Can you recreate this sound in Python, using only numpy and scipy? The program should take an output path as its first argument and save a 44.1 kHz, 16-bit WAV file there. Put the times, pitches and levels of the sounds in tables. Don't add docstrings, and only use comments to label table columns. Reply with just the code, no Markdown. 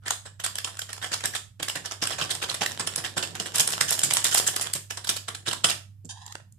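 import sys
import numpy as np
from scipy import signal
from scipy.fft import rfft, irfft, next_fast_len
from scipy.io import wavfile
from scipy.ndimage import uniform_filter1d, map_coordinates

SR = 44100
rng = np.random.default_rng(int(sys.argv[2]) if len(sys.argv) > 2 else 0)


def dump(signal):
    limited = np.clip(np.atleast_2d(signal).T, -1, 1)
    pcm = np.round(limited * 32767).astype(np.int16)
    wavfile.write(sys.argv[1], SR, pcm)


N = 290419
TIME_S = np.arange(N) / SR

# frequency in Hz, relative level in dB.
FILM = [(35, -38), (130, -19), (300, -14.5), (600, -8.5), (1150, -7.5), (1720, -4), (2400, -9.5),
        (3200, -0.5), (4400, -5.5), (5200, -2), (6200, -5.5), (7700, 0), (10100, -7.5), (11300, -14),
        (12700, -11.5), (14000, -16.5)]
# time in s,
# crumple energy in dB as rms over 1 ms, run spread in ms, relative jolt strength in dB, fold ring in Hz.
SHAKES = [(1.115, -15.5, 6.2, -39, 1700), (1.236, -14.5, 6.4, -33, 1710), (1.597, -26, 3, -35.5, 7910),
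          (1.754, -18.5, 1.97, -32, 1680), (2.0196, -11, 4.7, -29, 5350), (2.212, -12.5, 5.2, -29, 2825),
          (2.418, -14, 5.46, -36.5, 3120), (2.608, -10.5, 6.1, -29.5, 826), (2.794, -14, 3.7, -29.5, 4900),
          (2.976, -19, 3, -32, 5220), (3.1653, -16.5, 4.1, -26, 3210), (3.397, -15.5, 3, -30, 3350),
          (3.596, -5.5, 1.84, -33, 860), (3.806, -9, 4.3, -32.5, 1560), (4.032, -5.5, 3.4, -29.5, 7910),
          (4.243, -8, 8.6, -42.5, 940), (4.464, -9, 4.4, -48, 7480), (4.75, -18, 5.3, -32.5, 1160),
          (5.091, -8, 2.74, -34.5, 9000), (5.281, -18, 2.4, -40.5, 3680), (5.477, -13.5, 2.6, -29, 3226),
          (5.641, -3.5, 2.8, -26, 3080)]
# time in s, energy in dB as rms over 1 ms,
# run spread in ms, fold ring in Hz, ring height in dB before the cap MAX_RING_DB.
CREASES = [(0.025, -40, 15, 1390, 10), (0.058, -19, 8, 1880, 11), (0.08, -19.5, 0.7, 1770, 13),
           (0.106, -10.5, 0.9, 900, 10), (0.253, -28, 6.4, 8200, 23), (0.397, -25, 3, 1720, 10),
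           (0.439, -12.5, 2.8, 10300, 3.5), (0.461, -16.5, 1.05, 2260, 5), (0.554, -20.5, 0.65, 9250, 8),
           (0.583, -17.5, 0.73, 1690, 15), (0.645, -16, 0.94, 3320, 2.5), (0.668, -24.5, 6, 1300, 5),
           (0.77, -30.5, 0.6, 7900, 2), (0.791, -19, 0.8, 1730, 12), (0.816, -22, 1, 3080, 0),
           (0.888, -27, 5.1, 1360, 4.5), (0.929, -22, 0.7, 1700, 11), (0.964, -35, 0.6, 1700, 9.5),
           (1.018, -16, 10.4, 1940, 5), (1.136, -13.5, 1.84, 5830, 1), (1.205, -27, 1.2, 2270, 16),
           (1.256, -12.5, 0.53, 1720, 6), (1.333, -20.5, 7.5, 1730, 8), (1.349, -16.5, 2.64, 756, 8),
           (1.362, -21, 1.36, 3260, 9), (1.627, -15.5, 0.97, 3240, 7), (1.682, -17, 0.88, 2760, -2),
           (1.697, -16.5, 0.5, 3020, 16), (1.766, -23, 2.4, 1810, 8), (1.845, -26, 4.3, 5800, 9),
           (1.857, -20, 1.4, 6040, 11), (1.91, -20.5, 4, 5850, 9.5), (2.071, -15, 0.96, 8000, 5),
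           (2.103, -16, 9, 930, 1), (2.182, -16.5, 7, 2540, 1.5), (2.29, -22.5, 8.2, 1200, -2),
           (2.3045, -13, 3, 1190, -9), (2.349, -20.5, 0.8, 774, 10), (2.483, -19, 8.2, 3800, -1),
           (2.497, -16.5, 0.92, 3820, 10.5), (2.541, -16.5, 3, 5220, 0), (2.661, -13.5, 0.61, 1920, 13),
           (2.717, -25, 0.5, 1770, 9), (2.87, -14.5, 1.22, 9500, 11), (2.923, -35, 0.7, 3500, 5),
           (2.959, -14, 0.56, 10100, 12), (3.039, -15.5, 7, 1900, 8.5), (3.177, -14.5, 1.3, 1000, 20),
           (3.226, -15, 3, 3380, 1.5), (3.349, -22.5, 3, 870, 9.5), (3.456, -20, 5.1, 3350, 2.5),
           (3.54, -14, 9.4, 1010, 8), (3.556, -12, 0.75, 910, 4), (3.581, -11.5, 1.13, 1720, 9),
           (3.604, -7.5, 1.4, 3100, -1), (3.674, -11.5, 0.56, 9800, 10.5), (3.703, -19, 1, 5200, -2),
           (3.719, -15.5, 5.4, 3170, -2), (3.734, -18.5, 0.82, 3440, 7), (3.88, -13, 5.3, 1680, 9),
           (3.905, -10.5, 0.7, 10000, 9), (3.921, -10, 4, 4700, 2.5), (3.991, -12.5, 0.45, 3170, 15),
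           (4.104, -13, 3, 1200, 2), (4.312, -18, 1.5, 7700, -1), (4.135, -8, 0.7, 9500, 7),
           (4.145, -10, 12, 8360, 6), (4.243, -9.5, 0.8, 7910, -1), (4.323, -12.5, 3.9, 1524, 5),
           (4.344, -7, 0.95, 10300, 13), (4.352, -13, 6, 1190, 7), (4.371, -8.5, 3, 990, 9),
           (4.379, -8.5, 0.7, 1040, 7), (4.388, -14, 1, 8590, 6), (4.474, -10, 1, 7480, 5),
           (4.561, -14.5, 0.63, 7910, -3), (4.61, -12.5, 4.1, 9800, 7), (4.735, -12, 0.42, 4670, 7),
           (4.903, -19, 2.24, 5200, 2), (4.97, -23, 2, 9600, 2), (5.044, -23, 1.8, 9000, 2),
           (5.07, -19, 2.5, 4930, 7), (5.163, -18.5, 1.97, 3260, 3), (5.348, -22.5, 1.4, 3940, 11),
           (5.46, -19.5, 4.5, 2800, 1.5), (5.511, -18.5, 1.36, 2760, 5), (5.53, -17, 1.06, 8000, 3.5),
           (5.686, -17.5, 1.6, 3170, 6), (5.696, -11.5, 2.36, 4570, 6), (5.71, -17.5, 2.23, 2740, 6)]
# start in s, end in s, rustle level in dB, brightness in dB per octave.
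BOUTS = [(0.028, 0.11, -54.5, -1.7), (0.439, 1.35, -54.5, -0.93), (1.596, 1.917, -64.5, -2),
         (1.998, 3.533, -49, -1.5), (3.54, 4.675, -40.5, 2), (4.893, 5.197, -57.5, 0),
         (5.266, 5.716, -68, -2)]

GRIP_S, RELEASE_S = 0.0084, 0.042
MIN_SPREAD_MS = 0.2
PRELUDE_MS = 6
MAX_RING_DB = 10


def undb(db):
    return 10 ** (np.asarray(db) / 20)


def unit(x):
    return x / np.sqrt(np.mean(x ** 2))


def pan(right_db):
    return undb(np.multiply.outer([-0.5, 0.5], right_db))


def add(out, s, sound):
    start = max(int(s * SR), 0)
    out[:, start:start + sound.shape[1]] += sound[:, :max(N - start, 0)]


def gesture(start_s, end_s, rise_s, fall_s):
    attack = 1 - np.exp(-np.maximum(TIME_S - start_s, 0) / rise_s)
    return attack * np.exp(-np.maximum(TIME_S - end_s, 0) / fall_s)


def colour(x, points, tilt_db=0, knee_hz=700):
    size = x.shape[-1]
    octave = np.log2(np.maximum(np.fft.rfftfreq(size, 1 / SR), 1))
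    hz, db = np.transpose(points)
    gain_db = np.interp(octave, np.log2(hz), db)
    gain_db = gain_db + tilt_db * np.maximum(octave - np.log2(knee_hz), 0)
    cepstrum = irfft(gain_db * np.log(10) / 20, size)
    cepstrum[1:size // 2] *= 2
    cepstrum[size // 2 + 1:] = 0
    return irfft(rfft(x) * np.exp(rfft(cepstrum)), size)


def ports(pair, likeness=0.65, alike_hz=1200):
    size = pair.shape[-1]
    alike = likeness / (1 + (np.fft.rfftfreq(size, 1 / SR) / alike_hz) ** 2)
    mid, side = irfft(rfft(pair) * np.sqrt([1 + alike, 1 - alike]), size)
    return np.array([mid + side, mid - side])


def noise(points):
    return unit(colour(ports(rng.standard_normal((2, N))), points))


def hum(hum_hz=99.3, third_db=-38):
    # time in s, level in dB before panning.
    hum_levels = [(0, -52.5), (1.25, -50), (1.55, -55.5), (2.1, -50), (3.5, -51.5), (6.15, -49),
                  (6.58, -56.5)]
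    phase = 2 * np.pi * hum_hz * TIME_S
    tone = unit(np.sin(phase) + undb(third_db) * np.sin(3 * phase))
    return tone * undb(np.interp(TIME_S, *np.transpose(hum_levels)))


def still_air(level_db=-58):
    # frequency in Hz, relative level in dB.
    air_points = [(25, -24.5), (50, -4.5), (110, 5), (200, -7), (400, -35.5), (1500, -37), (6000, -40.5),
                  (14000, -37)]
    return noise(air_points) * undb(level_db)


def noise_bands(size):
    band_edges_hz = [0, 1200, 2400, 4500, 7000, 10000, 20000]
    hz = np.fft.rfftfreq(size, 1 / SR)
    edges = np.array(band_edges_hz)[:, None, None]
    masks = (hz >= edges[:-1]) & (hz < edges[1:])
    return irfft(rfft(rng.standard_normal((2, size))) * masks, size)


def snap_run(spread_ms, rise_ms=0.5, ring_ms=1.35, ping=0.6, low_hz=1200, high_hz=11000,
             prelude_db=-16, prelude_count=5, snap_range_db=13, facet_scatter_db=4.5, size=3072):
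    count = min(5 + int(3 * spread_ms), 40)
    chance = rng.random((11, prelude_count + count))
    jitter, strength, pitch, turn_left, turn_right = chance[:5]

    nearing = (np.arange(prelude_count) + jitter[:prelude_count]) / prelude_count
    progress = 5.5 * (np.arange(count) + jitter[prelude_count:]) / count
    start_ms = np.r_[PRELUDE_MS * nearing, PRELUDE_MS + spread_ms * progress]
    force = np.r_[undb(prelude_db) * nearing, np.sqrt(progress * np.exp(-progress))]
    force = force * undb(snap_range_db * strength)

    age_ms = np.maximum(np.arange(size) / SR * 1000 - start_ms[:, None], 0)
    fade = force[:, None] * (1 - np.exp(-age_ms / rise_ms)) * np.exp(-age_ms / ring_ms)
    facet_hz = low_hz * (high_hz / low_hz) ** pitch
    turns = facet_hz[:, None] * age_ms / 1000 + np.array([turn_left, turn_right])[:, :, None]
    pings = (fade * np.sin(2 * np.pi * turns)).sum(1)

    band_gains = undb(facet_scatter_db * np.sqrt(3) * (2 * chance[5:] - 1))
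    mean_power = np.mean(band_gains ** 2, axis=1, keepdims=True)
    swells = np.sqrt(band_gains ** 2 @ fade ** 2 / mean_power)
    crack = (swells[:, None] * noise_bands(size)).sum(0)
    return crack + ping * pings


def fold_colour(ring_hz, ring_db, count=90, scatter_db=1.5, detune_oct=0.075, ring_width_oct=0.15):
    hz, film_db = np.transpose(FILM)
    chance = rng.standard_normal(len(hz) + 1)
    octave = np.linspace(np.log2(100), np.log2(16000), count)
    film = np.interp(octave + detune_oct * chance[0], np.log2(hz), film_db + scatter_db * chance[1:])
    distance = (octave - np.log2(ring_hz)) / ring_width_oct
    facet = min(ring_db, MAX_RING_DB) * np.exp(-0.5 * distance ** 2)
    return np.column_stack([2 ** octave, film + facet])


def crinkles(rows, echo_ring_share=0.36):
    near, far = np.zeros((2, 2, N))
    for s, db, spread_ms, tilt_db, ring_hz, ring_db in rows:
        run = ports(snap_run(max(spread_ms, MIN_SPREAD_MS)))
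        for out, height_db in ((near, ring_db), (far, ring_db * echo_ring_share)):
            sound = colour(run, fold_colour(ring_hz, height_db), tilt_db)
            one_ms_gain = np.sqrt(2 * SR / 1000 / np.sum(sound ** 2))
            add(out, s - PRELUDE_MS / 1000, sound * undb(db) * one_ms_gain)
    return near, far


def brightness(s, db, spread_ms, force_tilt_db=0.13, typical_db=-16, typical_ms=3.97, quick_tilt_db=1.0):
    grip = min(BOUTS, key=lambda bout: max(bout[0] - s, s - bout[1]))
    force_tilt = force_tilt_db * (db - typical_db)
    quick_tilt = quick_tilt_db * np.log2(typical_ms / max(spread_ms, MIN_SPREAD_MS))
    return grip[3] + force_tilt + quick_tilt


def small_creases(latest_s=0.03, level_db=-16, mean_ms=1.2, low_hz=1500, high_hz=9000, ring_db=9):
    slow = [row[:3] for row in SHAKES + CREASES if row[2] > 2]
    s, db, _ = np.transpose(slow)
    delay, length, pitch = rng.random((len(s), 3)).T
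    starts_s = s + latest_s * (1 + delay) / 2
    rings_hz = low_hz * (high_hz / low_hz) ** pitch
    rows = zip(starts_s, db + level_db, 2 * mean_ms * length, rings_hz)
    return [(*row, ring_db) for row in rows]


def folds(shake_tilt_db=-1, shake_ring_db=5):
    shaken = [(s, db, ms, brightness(s, db, ms) + shake_tilt_db, hz, shake_ring_db)
              for s, db, ms, _, hz in SHAKES]
    pressed = [(s, db, ms, brightness(s, db, ms), *ring)
               for s, db, ms, *ring in CREASES + small_creases()]
    return shaken + pressed


def handling():
    return sum(undb(db) * gesture(start, end, GRIP_S, RELEASE_S) for start, end, db, _ in BOUTS)


def grains(rate_per_s, scatter_db, ring_ms, size=512):
    sizes_db = scatter_db * np.minimum(rng.exponential(size=N), 4)
    clicks = (rng.random(N) < rate_per_s / SR) * undb(sizes_db) ** 2
    decay = np.exp(-2 * np.arange(size) / SR * 1000 / ring_ms)
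    power = signal.fftconvolve(clicks, decay)[:N]
    return ports(np.sqrt(np.abs(power)) * rng.standard_normal((2, N)))


def rustle(buckles, settle_s=0.0042, settle_db=-12):
    keep = np.exp(-1 / (settle_s * SR))
    strain = signal.lfilter([1 - keep], [1, -keep], np.mean(buckles ** 2, axis=0))
    clicks = grains(rate_per_s=140, scatter_db=4.5, ring_ms=1.2)
    crackle = unit(colour(clicks, FILM, tilt_db=-3.0))
    return crackle * (handling() + undb(settle_db) * np.sqrt(strain))


def flapping(flap_db=-21.5, flap_s=0.17, flex_db=-13.5):
    swing = sum(undb(db + flap_db) * gesture(s, s, GRIP_S, flap_s) for s, _, _, db, _ in SHAKES)
    held = sum(gesture(start, end, GRIP_S, RELEASE_S) for start, end, _, _ in BOUTS)
    return swing * held + undb(flex_db) * handling()


def thuds(rows, points, rise_s, fall_s, size=8192):
    out, t = np.zeros((2, N)), np.arange(size) / SR
    swell = (1 - np.exp(-t / rise_s)) * np.exp(-t / fall_s)
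    for s, db in rows:
        push = unit(colour(ports(rng.standard_normal((2, size)) * swell), points))
        add(out, s, push * np.sqrt(np.mean(swell ** 2)) * undb(db))
    return out


def flexing(thud_db=-4.0):
    # frequency in Hz, relative level in dB.
    packet_points = [(40, -34.5), (85, -12), (145, 3.5), (190, -4.5), (260, -5), (400, -6), (800, -13),
                     (2000, -43.5)]
    jolts = [(s, db + thud_db) for s, _, _, db, _ in SHAKES]
    return noise(packet_points) * flapping() + thuds(jolts, packet_points, rise_s=0.001, fall_s=0.015)


def slide(from_s=6.091, to_s=6.325, level_db=-50, rise_s=0.047, stop_s=0.014, rise_oct_per_s=0.7,
          judder_hz=23, judder_depth_db=3.5,
          touch_db=-37, touch_hold_s=0.022, touch_rise_s=0.0016, touch_fall_s=0.0092, touch_tilt_db=6.5):
    # frequency in Hz, width in Hz, level in dB.
    modes = [(900, 330, 3.5), (1750, 290, -1.5), (2750, 500, -14), (3300, 330, -4.5), (3850, 450, -4.5),
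             (5000, 860, -9), (6100, 500, -11), (6980, 900, -9), (9060, 3400, -18.5)]
    grit, hiss = grains(rate_per_s=3300, scatter_db=4.0, ring_ms=1.0), 0
    for hz, width_hz, db in modes:
        edges_hz = [hz - width_hz / 2, hz + width_hz / 2]
        band = signal.butter(2, edges_hz, "bandpass", fs=SR, output="sos")
        hiss = hiss + undb(db) * signal.sosfiltfilt(band, grit)

    speed = 2 ** (rise_oct_per_s * (np.clip(TIME_S, from_s, to_s) - (from_s + to_s) / 2))
    position = np.cumsum(speed)
    hiss = unit(np.array([map_coordinates(side, [position], mode="mirror") for side in hiss]))

    swish = unit(colour(hiss, [(1, 0)], touch_tilt_db))
    landing = undb(touch_db) * gesture(from_s, from_s + touch_hold_s, touch_rise_s, touch_fall_s)
    judder_db = judder_depth_db * np.cos(2 * np.pi * judder_hz * (TIME_S - from_s))
    drag = undb(level_db + judder_db) * gesture(from_s, to_s, rise_s, stop_s)
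    return swish * landing + hiss * drag


def putting_down(bump_s=6.044, bump_db=-38):
    # frequency in Hz, relative level in dB.
    bump_points = [(40, -6), (90, 4.5), (250, -1), (480, -11), (800, -28), (2000, -48)]
    # time in s, energy in dB as rms over 1 ms, run spread in ms, brightness in dB per octave,
    # ring in Hz, ring height in dB before the cap MAX_RING_DB.
    ticks = [(6.048, -34.5, 3.5, 5.5, 7080, 10), (6.263, -30.5, 0.47, 3, 6400, 12),
             (6.277, -36, 0.9, -3, 3950, 11), (6.323, -30, 0.42, -1, 7280, 13),
             (6.352, -25.5, 0.7, -4, 1750, 4), (6.398, -44, 1.5, -8, 2290, 4),
             (6.523, -43.5, 0.6, 16, 7100, 11)]
    bump = thuds([(bump_s, bump_db)], bump_points, rise_s=0.0016, fall_s=0.015)
    return bump + slide() + crinkles(ticks)[0]


def kitchen(x, wet_db, t60_s=0.28, build_s=0.0026, size=22050):
    t = np.arange(size) / SR
    envelope = (1 - np.exp(-t / build_s)) * np.exp(-np.log(1000) * t / t60_s)
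    echoes = rng.standard_normal((2, size)) * envelope
    response = unit(ports(echoes)) / np.sqrt(size)
    return undb(wet_db) * signal.fftconvolve(x, response, axes=1)[:, :N]


def to_the_right(x):
    # frequency in Hz, excess of right over left in dB.
    lean_points = [(140, 2.5), (400, 4.5), (2800, 4.5), (12000, 2.5)]
    hz, db = np.transpose(lean_points)
    size = next_fast_len(N)
    bins_hz = np.maximum(np.fft.rfftfreq(size, 1 / SR), 1)
    right_db = np.interp(np.log(bins_hz), np.log(hz), db)
    return irfft(rfft(x, size) * pan(right_db), size)[:, :N]


def scene():
    near, far = crinkles(folds())
    body = rustle(near) + flexing()
    laid = putting_down()
    echoes = kitchen(far + body, wet_db=-5) + kitchen(laid, wet_db=-9)
    sachet = near + body + laid + echoes
    background = (hum() + still_air()) * pan([4.0])
    return to_the_right(sachet) + background


def record(dry, ceiling=0.82, top_hz=13900):
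    rounded = dry / (1 + (dry / ceiling) ** 4) ** 0.25
    lowpass = signal.ellip(8, 0.2, 70, top_hz, fs=SR, output="sos")
    return signal.sosfilt(lowpass, rounded)


dry = scene()
out = record(dry)
dump(out)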